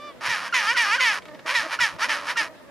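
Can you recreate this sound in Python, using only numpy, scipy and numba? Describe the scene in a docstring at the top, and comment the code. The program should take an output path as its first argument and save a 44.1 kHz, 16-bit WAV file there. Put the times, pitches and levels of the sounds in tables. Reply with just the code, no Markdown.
"""Penguin braying on a rocky slope

Close by, eight rasping swells rise and fall in pitch, some cracking into a squeak: harmonics and uneven
pulses excite moving throat resonances. A neighbour's clear note and the farther calls are harmonic tones.
Clicks, perhaps the bird's creak, are short gritty noise bursts; the colony and the wind puffs on the
microphone are banded noise. The rocks add decaying reflections, different at each ear.
"""
import sys
import numpy as np
from scipy import signal
from scipy.fft import rfft, irfft, next_fast_len
from scipy.io import wavfile
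from scipy.ndimage import uniform_filter1d
from numba import njit

SR = 44100
rng = np.random.default_rng(int(sys.argv[2]) if len(sys.argv) > 2 else 0)


def int16_out(signal):
    """Quantize to a 16-bit WAV file."""
    q = np.round(np.clip(np.atleast_2d(signal).T, -1, 1) * 32767)
    wavfile.write(sys.argv[1], SR, q.astype(np.int16))


N = 119070
T = np.arange(N) / SR

# pulse rate of the bray: t/s, f/Hz
PITCH = [(.205, 300), (.24, 442.2), (.28, 526), (.32, 458.7), (.345, 427.3), (.38, 365.3), (.42, 353),
         (.49, 561.4), (.57, 495.8), (.6, 447.8), (.63, 403.5), (.655, 404.8), (.68, 445.2), (.71, 472.2),
         (.73, 506), (.745, 603), (.772, 488.8), (.805, 474), (.86, 400.4), (.9, 403.2), (.955, 495.9),
         (.975, 597), (1.01, 513.3), (1.035, 505), (1.06, 466.3), (1.12, 405), (1.15, 367.2),
         (1.185, 251.8), (1.457, 329.2), (1.48, 471.6), (1.515, 535), (1.538, 615.5), (1.553, 495),
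         (1.61, 421.7), (1.68, 339.9), (1.715, 440.8), (1.755, 512.3), (1.815, 488), (1.85, 445.3),
         (1.93, 281.8), (1.985, 319.2), (2.01, 411.5), (2.072, 547.3), (2.095, 466.7), (2.12, 436),
         (2.22, 298), (2.28, 465), (2.34, 517.3), (2.375, 467.4), (2.4, 453), (2.43, 398), (2.48, 289.8)]
# hoarseness: t/s, roughness (0 to 1)
HOARSE = [(.26, .65), (.33, .2), (.6, .45), (.7, .15), (.82, .35), (.92, .15), (1.01, .3), (1.12, .2),
          (1.48, .7), (1.55, .2), (1.73, .6), (1.82, .25), (2.1, .5), (2.3, .6), (2.39, .25)]
# spectral envelope of the throat: f/Hz, level/dB
THROAT = [(260, -46), (450, -22), (554, 3.5), (745, -3.5), (930, 5.5), (1130, 2), (1200, 2.5), (1520, -3.5),
          (1860, 4), (2130, -2.5), (2400, -1.5), (2620, -9.5), (3740, -12.5), (5400, -12.5), (7960, -28),
          (10100, -23.5), (15500, -48)]
# the bird voices: start t/s, end t/s
PHRASES = [(0.207, 1.186), (1.46, 1.965), (1.986, 2.48)]
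PHRASE_ATTACK_S, PHRASE_RELEASE_S = 0.0067, 0.007
REFERENCE_EFFORT_DB = -21.5
BREAK_BELOW_DB, ROUGHER_PER_DB = -21, .1
THROAT_HZ, THROAT_HZ_PER_DB, RISING_DROP_HZ = 1800, 11, 212
THROAT_FOLLOWS_PITCH = 0.73  # exponent
THROAT_WIDTH_HZ, THROAT_BYPASS = 180, 0.64
# a second resonance sits just above the first
SECOND_RATIO, SECOND_WIDTH_HZ, SECOND_DB = 1.207, 840, 0.5
BASS_DB, MIDDLE_DB, TREBLE_DB = -14.5, -1.5, -8.5  # at the reference effort
BASS_FOLLOWS, TREBLE_FOLLOWS = 0.57, 0.98  # share of the effort's swing in dB
RISING_BASS_DB, RISING_TREBLE_DB = 3.5, 1  # a rising swell is fuller
CRACK_LOSS = .7  # share of the amplitude lost during a squeak


def bray():
    """Source-filter principle: effort makes the voice louder and clearer and lifts the throat resonances."""
    level_db, (hz,), (hoarse,) = effort_db(), in_time(PITCH), in_time(HOARSE)
    effort = level_db - REFERENCE_EFFORT_DB
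    falling = uniform_filter1d((np.gradient(hz) < 0) * 1., size=600)
    rising = 1 - falling
    rough = np.clip(hoarse + ROUGHER_PER_DB * np.maximum(BREAK_BELOW_DB - level_db, 0), 0, 1)
    source = coloured(syrinx(hz, rough, falling), THROAT)

    throat_hz = THROAT_HZ + THROAT_HZ_PER_DB * effort - RISING_DROP_HZ * rising
    throat_hz = throat_hz * (hz / 470) ** THROAT_FOLLOWS_PITCH
    first = resonance(source, throat_hz, THROAT_WIDTH_HZ)
    second = resonance(source, SECOND_RATIO * throat_hz, SECOND_WIDTH_HZ)
    throat = THROAT_BYPASS * source + first + from_db(SECOND_DB + .5 * effort) * second

    # each band is held at unit power, so its gain alone sets its level
    bass = evened(band(band(source, 1257, "low", order=6), 430, "high"))
    middle = evened(band(throat, [1150, 3200], "band", order=4))
    treble = evened(band(smeared(source), 2650, "high", order=6))
    bass = bass * from_db(BASS_DB + BASS_FOLLOWS * effort + RISING_BASS_DB * rising)
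    middle = middle * from_db(MIDDLE_DB + effort)
    treble = treble * from_db(TREBLE_DB + TREBLE_FOLLOWS * effort + RISING_TREBLE_DB * (.5 + rising))

    sounding = 0
    for start, end in PHRASES:
        attack = np.clip((T - start) / PHRASE_ATTACK_S + .5, 0, 1)
        sounding = sounding + attack * np.exp(-np.maximum(T - end, 0) / PHRASE_RELEASE_S)
    cracked = np.clip(sum(gate(s, length, .006) for s, length, *_ in SQUEAKS), 0, 1)
    return sounding * (1 - CRACK_LOSS * cracked) * from_db(REFERENCE_EFFORT_DB) * (bass + middle + treble)


# rising swells: peak t/s, level/dB, rise/(dB/s)
RISES = [(0.272, -24.5, 290), (0.466, -32.5, 140), (.703, -18.5, 266), (.942, -18.5, 166),
         (1.503, -23.5, 296), (1.532, -30.5, 300), (1.735, -26, 427), (2.036, -20.5, 447),
         (2.302, -25, 350)]
# falling cries: start t/s, hold/s, level/dB, fade/(dB/s)
CRIES = [(0.297, 0.033, -22.5, 142), (0.541, 0.026, -18.5, 113), (0.76, 0.045, -17.5, 123),
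         (0.997, 0.086, -18, 140), (1.552, 0.017, -17.5, 194), (1.808, 0.034, -17, 300),
         (2.096, 0.024, -21.5, 168), (2.374, 0.027, -20, 274)]
RISE_HOLD_S, RISE_END_DB_PER_S, CRY_ATTACK_DB_PER_S = 0.0092, 552, 1335


def effort_db():
    """Power summation of envelopes linear in dB: a swell builds and breaks off, a cry starts hard and fades."""
    levels = []
    for s, db, rate in RISES:
        before = np.maximum(s - RISE_HOLD_S - T, 0)
        after = np.maximum(T - s - RISE_HOLD_S, 0)
        levels.append(db - rate * before - RISE_END_DB_PER_S * after)
    for s, hold, db, rate in CRIES:
        before = np.maximum(s - T, 0)
        after = np.maximum(T - s - hold, 0)
        levels.append(db - CRY_ATTACK_DB_PER_S * before - rate * after)
    return 10 * np.log10(np.sum(from_db(np.maximum(levels, -70)) ** 2, axis=0))


JITTER_S, SHIMMER_DB = .00016, 4.5  # spread of pulse time and size
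LIMP_S, LIMP_SHARE = .00008, .55  # every other pulse of a falling cry is later and weaker
RASP, RASP_FLOOR, WAVER = .9, .1, .004


def syrinx(hz, rough, falling):
    """Pulsed excitation: a clear tone breaks, as it grows hoarse, into limping pulses with rasp in each cycle."""
    cycles = np.cumsum(hz * (1 + WAVER * drift(60))) / SR
    at = np.flatnonzero(np.diff(np.floor(cycles)))
    late, strong = rng.standard_normal((N // 20, 2))[:len(at)].T
    limp = (np.arange(len(at)) % 2) * falling[at]
    to_cycle_end = (1 - cycles[at] % 1) * SR / hz[at]
    where = np.clip(at + SR * (JITTER_S * late + LIMP_S * limp) + to_cycle_end, 0, N - 2)
    size = from_db(SHIMMER_DB * strong) * (1 - LIMP_SHARE * limp)
    # share each pulse between the two nearest samples
    i, part = where.astype(int), where % 1
    pulses = np.bincount(i, size * (1 - part), N) + np.bincount(i + 1, size * part, N)
    rasp = band(rng.standard_normal(N), 1070, "high", order=1) * np.exp(-2.2 * (cycles % 1))
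    clear = np.sqrt(1 - rough ** 2) * clear_voice(cycles, hz, falling)
    return clear + rough * evened(pulses) + (RASP_FLOOR + RASP * rough) * rms_one(rasp)


# balance of the harmonics, first upwards, as the pitch rises: level/dB
RISING_HARMONICS_DB = [6.5, 1.5, 8.5, 6.5, 3.5, 2.5, 1, -4.5, -14, -1.5, 0, -6.5, 0.5]
# the same as the pitch falls: level/dB
FALLING_HARMONICS_DB = [-7.5, 0, -2.5, 3, -1, -0.5, 1.5, -2.5, -5, -5.5, -2, -1.5, 3.5]
WANDER_DB, WANDER_RAD, WANDER_PER_S = 4, .8, 26  # spreads reached from the tenth harmonic up
CLEAR_TOP_HZ = 6000


def clear_voice(cycles, hz, falling, count=34):
    """Fourier synthesis: the harmonic balance follows the glide's direction and wanders, most in the treble."""
    out = 0
    for k in range(count):
        rise_db = RISING_HARMONICS_DB[k] if k < len(RISING_HARMONICS_DB) else 0
        fall_db = FALLING_HARMONICS_DB[k] if k < len(FALLING_HARMONICS_DB) else 0
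        loose = min((k + 1) / 10, 1)
        db = rise_db + (fall_db - rise_db) * falling + loose * WANDER_DB * drift(WANDER_PER_S)
        phase = 2 * np.pi * (k + 1) * cycles + loose * WANDER_RAD * drift(WANDER_PER_S)
        out = out + from_db(db) * np.cos(phase)
    # harmonics spaced more widely are each stronger
    return band(out * np.sqrt(2 * hz / SR), CLEAR_TOP_HZ, "low")


SMEAR_SAMPLES, SMEAR = (11, 23), .45


def smeared(x):
    """Phase dispersion: short all-pass delays blur each pulse on its way through the windpipe."""
    for lag in SMEAR_SAMPLES:
        b = np.r_[-SMEAR, np.zeros(lag - 1), 1]
        x = signal.lfilter(b, b[::-1], x)
    return x


def resonance(x, centre_hz, width_hz):
    """Resonance: the bandwidth sets the decay, the centre may glide."""
    return moving_resonance(x, 2 * np.pi * centre_hz / SR, np.exp(-np.pi * width_hz / SR))


@njit
def moving_resonance(x, w, r):
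    """Two-pole resonance of pole radius r, at an angle w that moves."""
    y = np.zeros(len(x))
    for i in range(2, len(x)):
        drive = (1 - r * r) / 2 * (x[i] - x[i - 2])
        y[i] = drive + 2 * r * np.cos(w[i]) * y[i - 1] - r * r * y[i - 2]
    return y


# the voice cracks: t/s, length/s, start f/Hz, end f/Hz, level/dB before the overtones' own
SQUEAKS = [(0.492, 0.011, 1560, 1562, -37), (0.526, 0.014, 1430, 1333, -23),
           (.747, 0.022, 1570, 1370, -27.5), (0.981, 0.022, 1590, 1402, -25),
           (1.79, 0.0052, 1440, 1367, -21), (2.359, 0.0095, 1420, 1312, -29)]
# harmonics of a squeak, first upwards: level/dB
SQUEAK_OVERTONES_DB = [0, -13, -22, -23, -36]


def squeaks():
    """Frequency modulation: short whistles glide unsteadily near the turn of a swell."""
    points, level = [], 0
    for s, length, start_hz, end_hz, db in SQUEAKS:
        points += [(s, start_hz), (s + length, end_hz)]
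        level = level + from_db(db) * gate(s, length, 0.0019)
    hz, = in_time(points)
    return level * tone(hz * (1 + 0.0173 * drift(316)), SQUEAK_OVERTONES_DB)


# the neighbour's clear note: t/s, f/Hz, level/dB before the overtones' own
NOTE = [(0, 583, -53), (.045, 593, -49.5), (.095, 586.5, -49), (.115, 559, -58), (.15, 506, -87)]
# its harmonics, first upwards: level/dB
NOTE_OVERTONES_DB = [2.5, 9, -5.5, 0, -7.5, -2.5, -15, -10.5, -15, -17]


def neighbour():
    """Harmonic series on a gliding fundamental: a clear, slightly arched note."""
    hz, db = in_time(NOTE)
    return from_db(db) * tone(hz * (1 + 0.0073 * drift(140)), NOTE_OVERTONES_DB)


# clicks: t/s, level/dB before the halving below
CLICKS = [(1.221, -36.5), (1.255, -35), (1.283, -36.5), (1.347, -36), (1.392, -35)]
CLICK_DECAY_S = 0.0093


def clicks():
    """Exponential decay: sudden bursts of band-limited noise die away as short gritty clicks."""
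    level = sum(from_db(db) * (T > s) * np.exp(-np.abs(T - s) / CLICK_DECAY_S) for s, db in CLICKS)
    grit = band(band(rng.standard_normal(N), [600, 4500], "band", order=1), 2920, "low")
    return .5 * level * rms_one(grit)


# calls farther off: t/s, length/s, start f/Hz, end f/Hz, level/dB before the overtones' own
FAR_CALLS = [(1.253, 0.11, 294.2, 312, -50.5), (1.445, 0.083, 309.9, 309, -52),
             (1.632, 0.042, 327, 314, -43), (2.075, 0.228, 292.1, 280.4, -50.5),
             (2.398, 0.11, 299, 306, -48)]
# harmonics of the distant voices, first upwards: level/dB
FAR_OVERTONES_DB = [-5, 2, -8, -7, -17, -5.5, -14]
FAR_WAVER = .04


def far_calls():
    """Amplitude and frequency modulation: the calls of other birds throb and waver."""
    out = 0
    for s, length, start_hz, end_hz, db in FAR_CALLS:
        level = from_db(db + 5.0 * drift(44)) * gate(s, length, 0.017)
        hz = np.interp(T, [s, s + length], [start_hz, end_hz]) * (1 + FAR_WAVER * drift(50.0))
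        out = out + level * tone(hz, FAR_OVERTONES_DB)
    return out


CHORUS_DB = -64  # each voice, before the overtones' own levels


def chorus():
    """Superposition: three distant voices overlap, waver and throb independently."""
    out = 0
    for hz in (254, 292.5, 320):
        level = from_db(CHORUS_DB + 4 * drift(25))
        out = out + level * tone(hz * (1 + .07 * drift(4)), FAR_OVERTONES_DB)
    return out


# wind puffs: centre t/s, level/dB
PUFFS = [(0.293, -36), (1.599, -45), (1.828, -42), (1.954, -40.5)]
# spectrum of a puff: f/Hz, relative level/dB
PUFF_COLOUR = [(30, -11), (80, 0.5), (140, 6.5), (220, -7), (500, -45)]
PUFF_WIDTH_S = .026


def wind():
    """Turbulent pressure as low-frequency noise: soft Gaussian puffs on the microphone."""
    level = sum(from_db(db) * np.exp(-((T - s) / PUFF_WIDTH_S) ** 2) for s, db in PUFFS)
    return level * banded_noise(PUFF_COLOUR, patchy_db=4.5)


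# spectrum of the colony: f/Hz, relative level/dB
COLONY = [(30, -19), (70, -11), (150, -4), (281, -5.5), (420, -5.5), (597, -11), (815, -13), (1000, -7),
          (1270, -21.5), (1730, -14), (3230, -21.5), (7060, -30), (15000, -38.5)]
COLONY_DB, COLONY_PATCHY_DB = -48.5, 1.8


def colony():
    """Diffuse field: steady coloured noise all round, flickering band by band."""
    return from_db(COLONY_DB) * banded_noise(COLONY, COLONY_PATCHY_DB)


# likeness of left and right: f/Hz, correlation (-1 to 1)
LIKENESS = [(150, -0.53), (300, 0.1), (600, 0.09)]


def banded_noise(spectrum, patchy_db):
    """Interaural correlation: half-octave bands of stereo noise, each with its own flicker and likeness."""
    out, edges = 0, 30 * 2 ** np.arange(0, 9.1, .5)
    white = rng.standard_normal((2, 2, N))
    for k, (low, high) in enumerate(zip(edges, edges[1:])):
        mid, side = band(white[k % 2], [low, high], "band")  # adjacent bands stay independent
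        hz = np.sqrt(low * high)
        alike = np.clip(at_hz(LIKENESS, hz), -1, 1)
        stereo = np.sqrt(1 + alike) * mid + np.sqrt(1 - alike) * side * [[1], [-1]]
        out = out + from_db(at_hz(spectrum, hz) + patchy_db * drift(9.7)) * stereo
    return rms_one(out)


def scatter(x, t60):
    """Exponential reverberant decay: reflections off the rocks, different at each ear."""
    t = T[:SR // 2]
    tail = rng.standard_normal((2, len(t))) * from_db(-60 * t / t60) * (t > .001)
    tail = tail / np.sqrt(np.sum(tail ** 2, axis=1, keepdims=True))
    return signal.fftconvolve(x[None], tail, axes=1)[:, :N]


def from_db(db):
    """Logarithmic level: decibels to amplitude gain."""
    return 10 ** (np.asarray(db) / 20)


def rms_one(x):
    """Mean-square normalisation: scale to unit power."""
    return x / np.sqrt(np.mean(x ** 2) + 1e-20)


def evened(x, size=400):
    """Envelope normalisation: hold the short-term power near 1."""
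    power = uniform_filter1d(uniform_filter1d(x * x, size), size)
    return x / np.sqrt(np.abs(power) + 1e-12)


def in_time(rows):
    """Linear interpolation: each column of a curve at every sample."""
    s, *columns = np.transpose(rows)
    return [np.interp(T, s, c) for c in columns]


def at_hz(points, hz):
    """Logarithmic frequency scale: read a spectrum between its points."""
    points_hz, db = np.array(points).T
    return np.interp(np.log(hz + 1e-3), np.log(points_hz), db)


def band(x, hz, kind, order=2):
    """Butterworth response: a maximally flat passband."""
    return signal.sosfilt(signal.butter(order, hz, kind, fs=SR, output="sos"), x)


def drift(rate):
    """Low-passed noise: slow chance of unit power, with two poles at the given rate in Hz."""
    r = np.exp(-80 * np.pi * rate / SR)  # one step every 40 samples
    slow = signal.lfilter([1], [1, -2 * r, r * r], rng.standard_normal(N // 40 + 2002))[2000:]
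    return np.interp(np.arange(N) / 40, np.arange(len(slow)), rms_one(slow))


def coloured(x, spectrum):
    """Minimum phase: folding the cepstrum gives a causal filter with the given spectrum."""
    size = 2 * next_fast_len(N)
    cepstrum = irfft(np.log(from_db(at_hz(spectrum, np.fft.rfftfreq(size, 1 / SR)))))
    cepstrum[1:size // 2] *= 2
    cepstrum[size // 2 + 1:] = 0
    return irfft(rfft(x, size) * np.exp(rfft(cepstrum)))[..., :N]


def gate(start, length, edge):
    """Trapezoidal envelope: linear attack, hold and release, with half amplitude at start and end."""
    return np.clip(np.minimum(T - start, start + length - T) / edge + .5, 0, 1)


def tone(hz, overtones_db):
    """Harmonic series: integer multiples of a moving fundamental, each at its own rms level."""
    phase = 2 * np.pi * np.cumsum(hz) / SR
    return np.sqrt(2) * sum(from_db(db) * np.sin((k + 1) * phase) for k, db in enumerate(overtones_db))


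PAN_DB, SPREAD_DB, ECHO_DB, ECHO_T60_S = .9, -6.5, -22, .24


def scene():
    """Level-difference panning: voices and clicks lean right, near treble scatters wide, the colony surrounds."""
    near = bray() + squeaks() + neighbour() + clicks()
    far = far_calls() + chorus() + chorus()
    body = band(near + far, 3800, "low", order=1)
    direct = near + far + body * (from_db([[-PAN_DB], [PAN_DB]]) - 1)  # only the body is panned
    wide = from_db(SPREAD_DB) * scatter(band(near, 8000, "high", order=1), .02)
    echoes = from_db(ECHO_DB) * scatter(near + from_db(1) * far, ECHO_T60_S)
    return direct + wide + echoes + wind() + colony()


CUTOFF_HZ = 15400


def record(dry):
    """Band limiting: a steep elliptic low-pass cuts the top."""
    return signal.sosfilt(signal.ellip(10, .1, 80, CUTOFF_HZ, fs=SR, output="sos"), dry)


dry = scene()
out = record(dry)
int16_out(out)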